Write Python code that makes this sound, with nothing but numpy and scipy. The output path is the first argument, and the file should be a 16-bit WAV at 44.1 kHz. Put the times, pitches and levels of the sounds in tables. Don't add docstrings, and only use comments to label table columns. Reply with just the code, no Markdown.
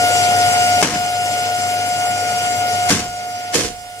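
import sys
import numpy as np
from scipy import signal
from scipy.fft import rfft, irfft
from scipy.io import wavfile
from scipy.ndimage import uniform_filter1d

SR = 44100
rng = np.random.default_rng(int(sys.argv[2]) if len(sys.argv) > 2 else 0)


def bounce(signal):
    frames = np.transpose(np.atleast_2d(signal))
    limited = np.clip(frames, -1, 1)
    pcm = np.round(limited * 32767).astype(np.int16)
    wavfile.write(sys.argv[1], SR, pcm)


def invert_db(x):
    u = np.asarray(x, float) / 20
    return 10 ** u


N = 176400


def at_hz(points, hz):
    table_hz, values = np.array(points).T
    return np.interp(np.log(np.maximum(hz, 1)), np.log(table_hz), values)


def drift(rate_hz):
    r = np.exp(-80 * np.pi * rate_hz / SR)
    slow = signal.lfilter([1], [1, -2 * r, r * r], rng.standard_normal(N // 40 + 2002))[2000:]
    return np.interp(np.arange(N) / 40, np.arange(len(slow)), slow / slow.std())


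def tone(hz, level_db, pan_db, wobble_db, lag_rad):
    phase = 2 * np.pi * np.cumsum(hz) / SR + rng.uniform(0, 2 * np.pi)
    phase = phase + .05 * wobble_db * drift(12)
    lag_rad = lag_rad + .1 * wobble_db * drift(4)
    shared_db = np.minimum(wobble_db * drift(14), 4)
    left_db = level_db + pan_db / 2 + shared_db
    right_db = level_db - pan_db / 2 + shared_db + 0.99 * wobble_db * drift(1.4)
    return np.sqrt(2) * invert_db(np.array([left_db, right_db])) * np.sin([phase, phase - lag_rad])


# (frequency [Hz], correlation [0-1])
LIKENESS_AT_HZ = [(30, 0.84), (90, 1), (700, 1), (2500, 0.26), (4500, 0.39), (6200, 0.2), (8000, 0.1),
                  (15000, 0.072)]


def noise_bands(spectrum, peaks, pan, lag_s):
    ripple_db, ripple_hz = 2.5, 27.7
    hz = np.arange(N // 2 + 1) * SR / N
    colour_db = at_hz(spectrum, hz)
    for peak_hz, width_hz, lift_db in peaks:
        colour_db = colour_db + lift_db / (1 + (2 * (hz - peak_hz) / width_hz) ** 2)
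    gain = invert_db(colour_db) / np.sqrt(np.mean(invert_db(colour_db) ** 2))

    shared, own = rfft(rng.standard_normal((2, N)))
    alike = np.clip(at_hz(LIKENESS_AT_HZ, hz), 0, 1)
    right = (alike * shared + np.sqrt(1 - alike ** 2) * own) * np.exp(-2j * np.pi * hz * lag_s)
    side = invert_db(at_hz(pan, hz) / 2)

    ripple_bins = int(ripple_hz * N / SR)
    ripple = uniform_filter1d(rng.standard_normal((2, len(hz))), ripple_bins)
    ripple = uniform_filter1d(ripple, ripple_bins)
    both = gain * invert_db(ripple_db * ripple / ripple.std()) * np.array([shared * side, right / side])

    place = 2 * np.log2(np.maximum(hz, 1) / 30)
    for k in range(19):
        yield 30 * 2 ** (k / 2), irfft(both * np.clip(1 - abs(place - k), 0, 1), N)


# (multiple of blade rate, level [dB rms], left minus right [dB], wobble [dB], right lag [rad])
BLADE_TONES = [(1, -15, 2, .8, .55), (2, -26.5, .2, 1.2, 1.5), (3, -33.5, 9, 1.5, 2.5),
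               (4, -29, 0, 1.5, 3.1), (5, -43, -2, 2.5, 3.3), (7, -32, 3, .8, 3.9), (8, -41, 3, 2.5, 6.0),
               (9, -45, 6, 2.5, 6.8), (14, -49, 10, 2.5, 19.7)]
# (time [s], extra lag of 3rd tone [rad], of 7th tone [rad])
PATH_SHIFTS = [(0, 0, 0), (.8, 0, 0), (.95, .1, 1.6), (1.45, .1, 1.5), (1.65, 0, .4), (2.05, -.9, -.2),
               (2.3, -1.3, -.7), (2.7, -1.1, -.3), (3.3, -1.2, -1), (3.75, -.7, 1.6)]


def blade_whine():
    final_hz, settling_hz, settling_s = 718, 2.6, .8
    hum_hz, hum_depth = 100.1, .33
    t = np.arange(N) / SR
    blade_hz = final_hz - settling_hz * np.exp(-t / settling_s)
    throb = 1 + hum_depth * np.sin(2 * np.pi * hum_hz * t)
    shift_s, third_rad, seventh_rad = np.transpose(PATH_SHIFTS)
    shift_rad = {3: np.interp(t, shift_s, third_rad), 7: np.interp(t, shift_s, seventh_rad)}
    out = np.zeros((2, N))
    for k, level_db, pan_db, wobble_db, lag_rad in BLADE_TONES:
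        partial = tone(k * blade_hz, level_db, pan_db, wobble_db, lag_rad + shift_rad.get(k, 0))
        out += partial * (throb if 3 <= k <= 5 else 1)
    return out


# (frequency [Hz], level [dB rms], left minus right [dB], wobble [dB], right lag [rad])
MOTOR_TONES = [(100.1, -34.5, -1, 1.2, 0), (1872.7, -38, 4, 2.5, 2.2), (2419.5, -41.5, -2, 2.5, 1.2),
               (4480, -45, 0, 3, 4.2), (1340, -52, 0, 3, 1.3)]


def motor_hum():
    return sum(tone(np.full(N, hz), *row) for hz, *row in MOTOR_TONES)


# (frequency [Hz], level [dB per Hz])
RUSH_SPECTRUM = [(30, -25), (110, -4), (500, -1.5), (1000, -6), (3000, -2), (8000, -6), (11500, -16.5),
                 (16000, -25.5)]
# (frequency [Hz], width [Hz], lift [dB])
HOUSING_PEAKS = [(185, 180, 2.5), (457.6, 65, 8.5), (621.6, 62, 12.5), (776, 65, 10.5), (2124, 81, 5),
                 (3780, 620, -4.5), (5240, 4100, 2), (7467, 80, 10.5), (10170, 370, 4)]
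# (frequency [Hz], left minus right [dB])
PUMP_PAN_AT_HZ = [(200, 7), (500, -0.5), (1500, 3.5), (4400, -1), (8000, 8.5), (15000, 16)]


def air_rush():
    level_db, patchy_db, right_lag_s = -22, 1.72, 0.00016
    gust = drift(3)
    rush = np.zeros((2, N))
    for _, band in noise_bands(RUSH_SPECTRUM, HOUSING_PEAKS, PUMP_PAN_AT_HZ, right_lag_s):
        rush += band * invert_db(patchy_db * (0.21 * gust + drift(14.0)))
    return invert_db(level_db) * rush


# (time [s], level [dB], crack over level [dB], lead-in hiss level [dB], lead-in growth time [s])
BURST_EVENTS = [
    (0.8256, 11.5, 12, 3, .004),
    (2.9038, 12, -2.5, 6, 0.006),
    (3.55, 15.5, -18.5, 7, 0.009),
]
# (boom [Hz], width [octaves], lift [dB], treble tilt [dB per octave], ring time factor)
BALLOON_BOOMS = [
    (259, 1.6, -3, -0.6, 1.05),
    (220, 2, 2, 1.3, 1.054),
    (470, 0.39, 13.5, 3, 1.05),
]
BANG_BASS_DB = [-11, -3, 5]
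# (frequency [Hz], level [dB per Hz])
BANG_SPECTRUM = [(30, -15), (100, 4), (250, 7.5), (700, -3.5), (1500, -2.5), (3000, -3.5), (6000, -8),
                 (11000, -20.5), (16000, -43)]
# (frequency [Hz], width [Hz], lift [dB])
MIC_PEAKS = [(3760, 2100, -4.5), (6500, 7300, 4.5)]
# (frequency [Hz], left minus right [dB])
BANG_PAN_AT_HZ = [(100, -1.5), (700, 2), (2400, 1.5), (4400, -0.5), (8000, 10), (15000, 19)]
# (frequency [Hz], t60 [s])
ROOM_T60 = [(30, 0.96), (80, 0.36), (250, 0.26), (1000, 0.24), (6000, 0.26), (15000, 0.23)]


def bursts():
    crack_s, build_s, rough_db, bass_hz = .0015, .0007, 2.0, 110
    direct_share, direct_s, right_lag_s = 0.54, 0.007, .00008
    t, out, echoes = np.arange(N) / SR, np.zeros((2, N)), drift(140)
    for hz, band in noise_bands(BANG_SPECTRUM, MIC_PEAKS, BANG_PAN_AT_HZ, right_lag_s):
        shape = np.zeros(N)
        for event, boom, bass_db in zip(BURST_EVENTS, BALLOON_BOOMS, BANG_BASS_DB):
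            burst_s, level_db, _, swell_db, swell_s = event
            boom_hz, width_oct, lift_db, tilt_db, ring = boom
            after_s = np.maximum(t - burst_s, 0)
            colour_db = lift_db * np.exp(-(np.log2(hz / boom_hz) / width_oct) ** 2)
            colour_db += tilt_db * np.log2(max(hz, 600) / 1000)
            colour_db += bass_db / (1 + (hz / bass_hz) ** 2)
            decay_db = 60 * after_s / ring / at_hz(ROOM_T60, hz)
            build = 1 - np.exp(-after_s / build_s)
            direct = 1 + direct_share * np.exp(-after_s / direct_s) * hz / (hz + 500)
            shape += invert_db(level_db + colour_db - decay_db) * build * direct
            swell = np.exp(np.minimum(t - burst_s, 0) / swell_s) * (t < burst_s)
            shape += invert_db(swell_db) * swell * hz / (hz + 1500)
        out += band * shape * invert_db(rough_db * (echoes + 0.18 * drift(49)))
    for burst_s, level_db, crack_db, *_ in BURST_EVENTS:
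        phase = (t - burst_s) / crack_s
        crack = np.sin(2 * np.pi * phase) * np.sin(np.pi * phase) * (abs(phase - .5) < .5)
        out += invert_db(level_db + crack_db) * crack
    return out


def nozzles():
    level_db, low_hz, high_hz, pan_db = -19.5, 7000, 10400, 15
    band = signal.butter(2, [low_hz, high_hz], "band", fs=SR, output="sos")
    freed = np.arange(N) / SR > BURST_EVENTS[-1][0]
    jet = signal.sosfilt(band, rng.standard_normal((2, N))) * freed
    return jet * invert_db(level_db + 1.5 * drift(9.8) + pan_db * np.array([[.5], [-.5]]))


def preamp_hiss():
    return invert_db(-48.5 + np.array([[3], [-3]])) * rng.standard_normal((2, N))


def scene():
    return blade_whine() + motor_hum() + air_rush() + bursts() + nozzles()


# (duck lead [s], depth [dB], hold [s], lasting loss [dB], extra left loss [dB])
LIMITER_DUCKS = [
    (0.0064, 21.5, 0.05, 6.5, -0.26),
    (0.005, 19.5, 0.036, 9, 2.5),
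    (0.0015, 20.5, 0.022, 7.5, 4),
]


def limiter_db():
    release_s, regain_db_per_s = 0.086, 0.7355
    t, gain_db = np.arange(N) / SR, np.zeros((2, N))
    for (burst_s, *_), (ahead_s, depth_db, hold_s, loss_db, left_db) in zip(BURST_EVENTS, LIMITER_DUCKS):
        since_s = t - burst_s + ahead_s
        duck_db = (depth_db - loss_db) * np.clip(1 - (since_s - hold_s) / release_s, 0, 1)
        lasting_db = np.maximum(loss_db - regain_db_per_s * since_s, 0)
        side_db = left_db * np.array([[.5], [-.5]])
        gain_db -= (since_s > 0) * (duck_db + lasting_db + side_db)
    return uniform_filter1d(gain_db, size=60)


def link_treble(x):
    low_hz, high_hz, band_bins = 5150, 8300, 20
    linked_share, inverted_share = .6, .22
    hz, t, (left, right) = signal.stft(x, SR, nperseg=2048)
    chance, flip = rng.random((2, *left.shape))
    steady = np.all([abs(t - s - .05) > .1 for s, *_ in BURST_EVENTS], axis=0)
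    for low in np.flatnonzero((hz > low_hz) & (hz < high_hz))[::band_bins]:
        band = slice(low, low + band_bins)
        sign = np.sign(np.sum(left[band] * right[band].conj(), axis=0).real)
        sign = sign * np.where(flip[low] < inverted_share, -1, 1)
        scale = np.linalg.norm(right[band], axis=0) / (np.linalg.norm(left[band], axis=0) + 1e-12)
        linked = steady & (chance[low] < linked_share)
        right[band] = np.where(linked, sign * scale * left[band], right[band])
    return signal.istft(np.array([left, right]), SR, nperseg=2048)[1][:, :N]


def roll_off(x):
    return signal.sosfilt(signal.butter(12, 15740, fs=SR, output="sos"), x)


def record(dry):
    x = 0.92 * np.tanh(dry * invert_db(limiter_db()) / 0.8)
    x = x + preamp_hiss()
    x = signal.sosfilt(signal.ellip(10, .5, 70, 15720, fs=SR, output="sos"), x)
    mix = link_treble(x)
    return roll_off(mix)


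dry = scene()
out = record(dry)
bounce(out)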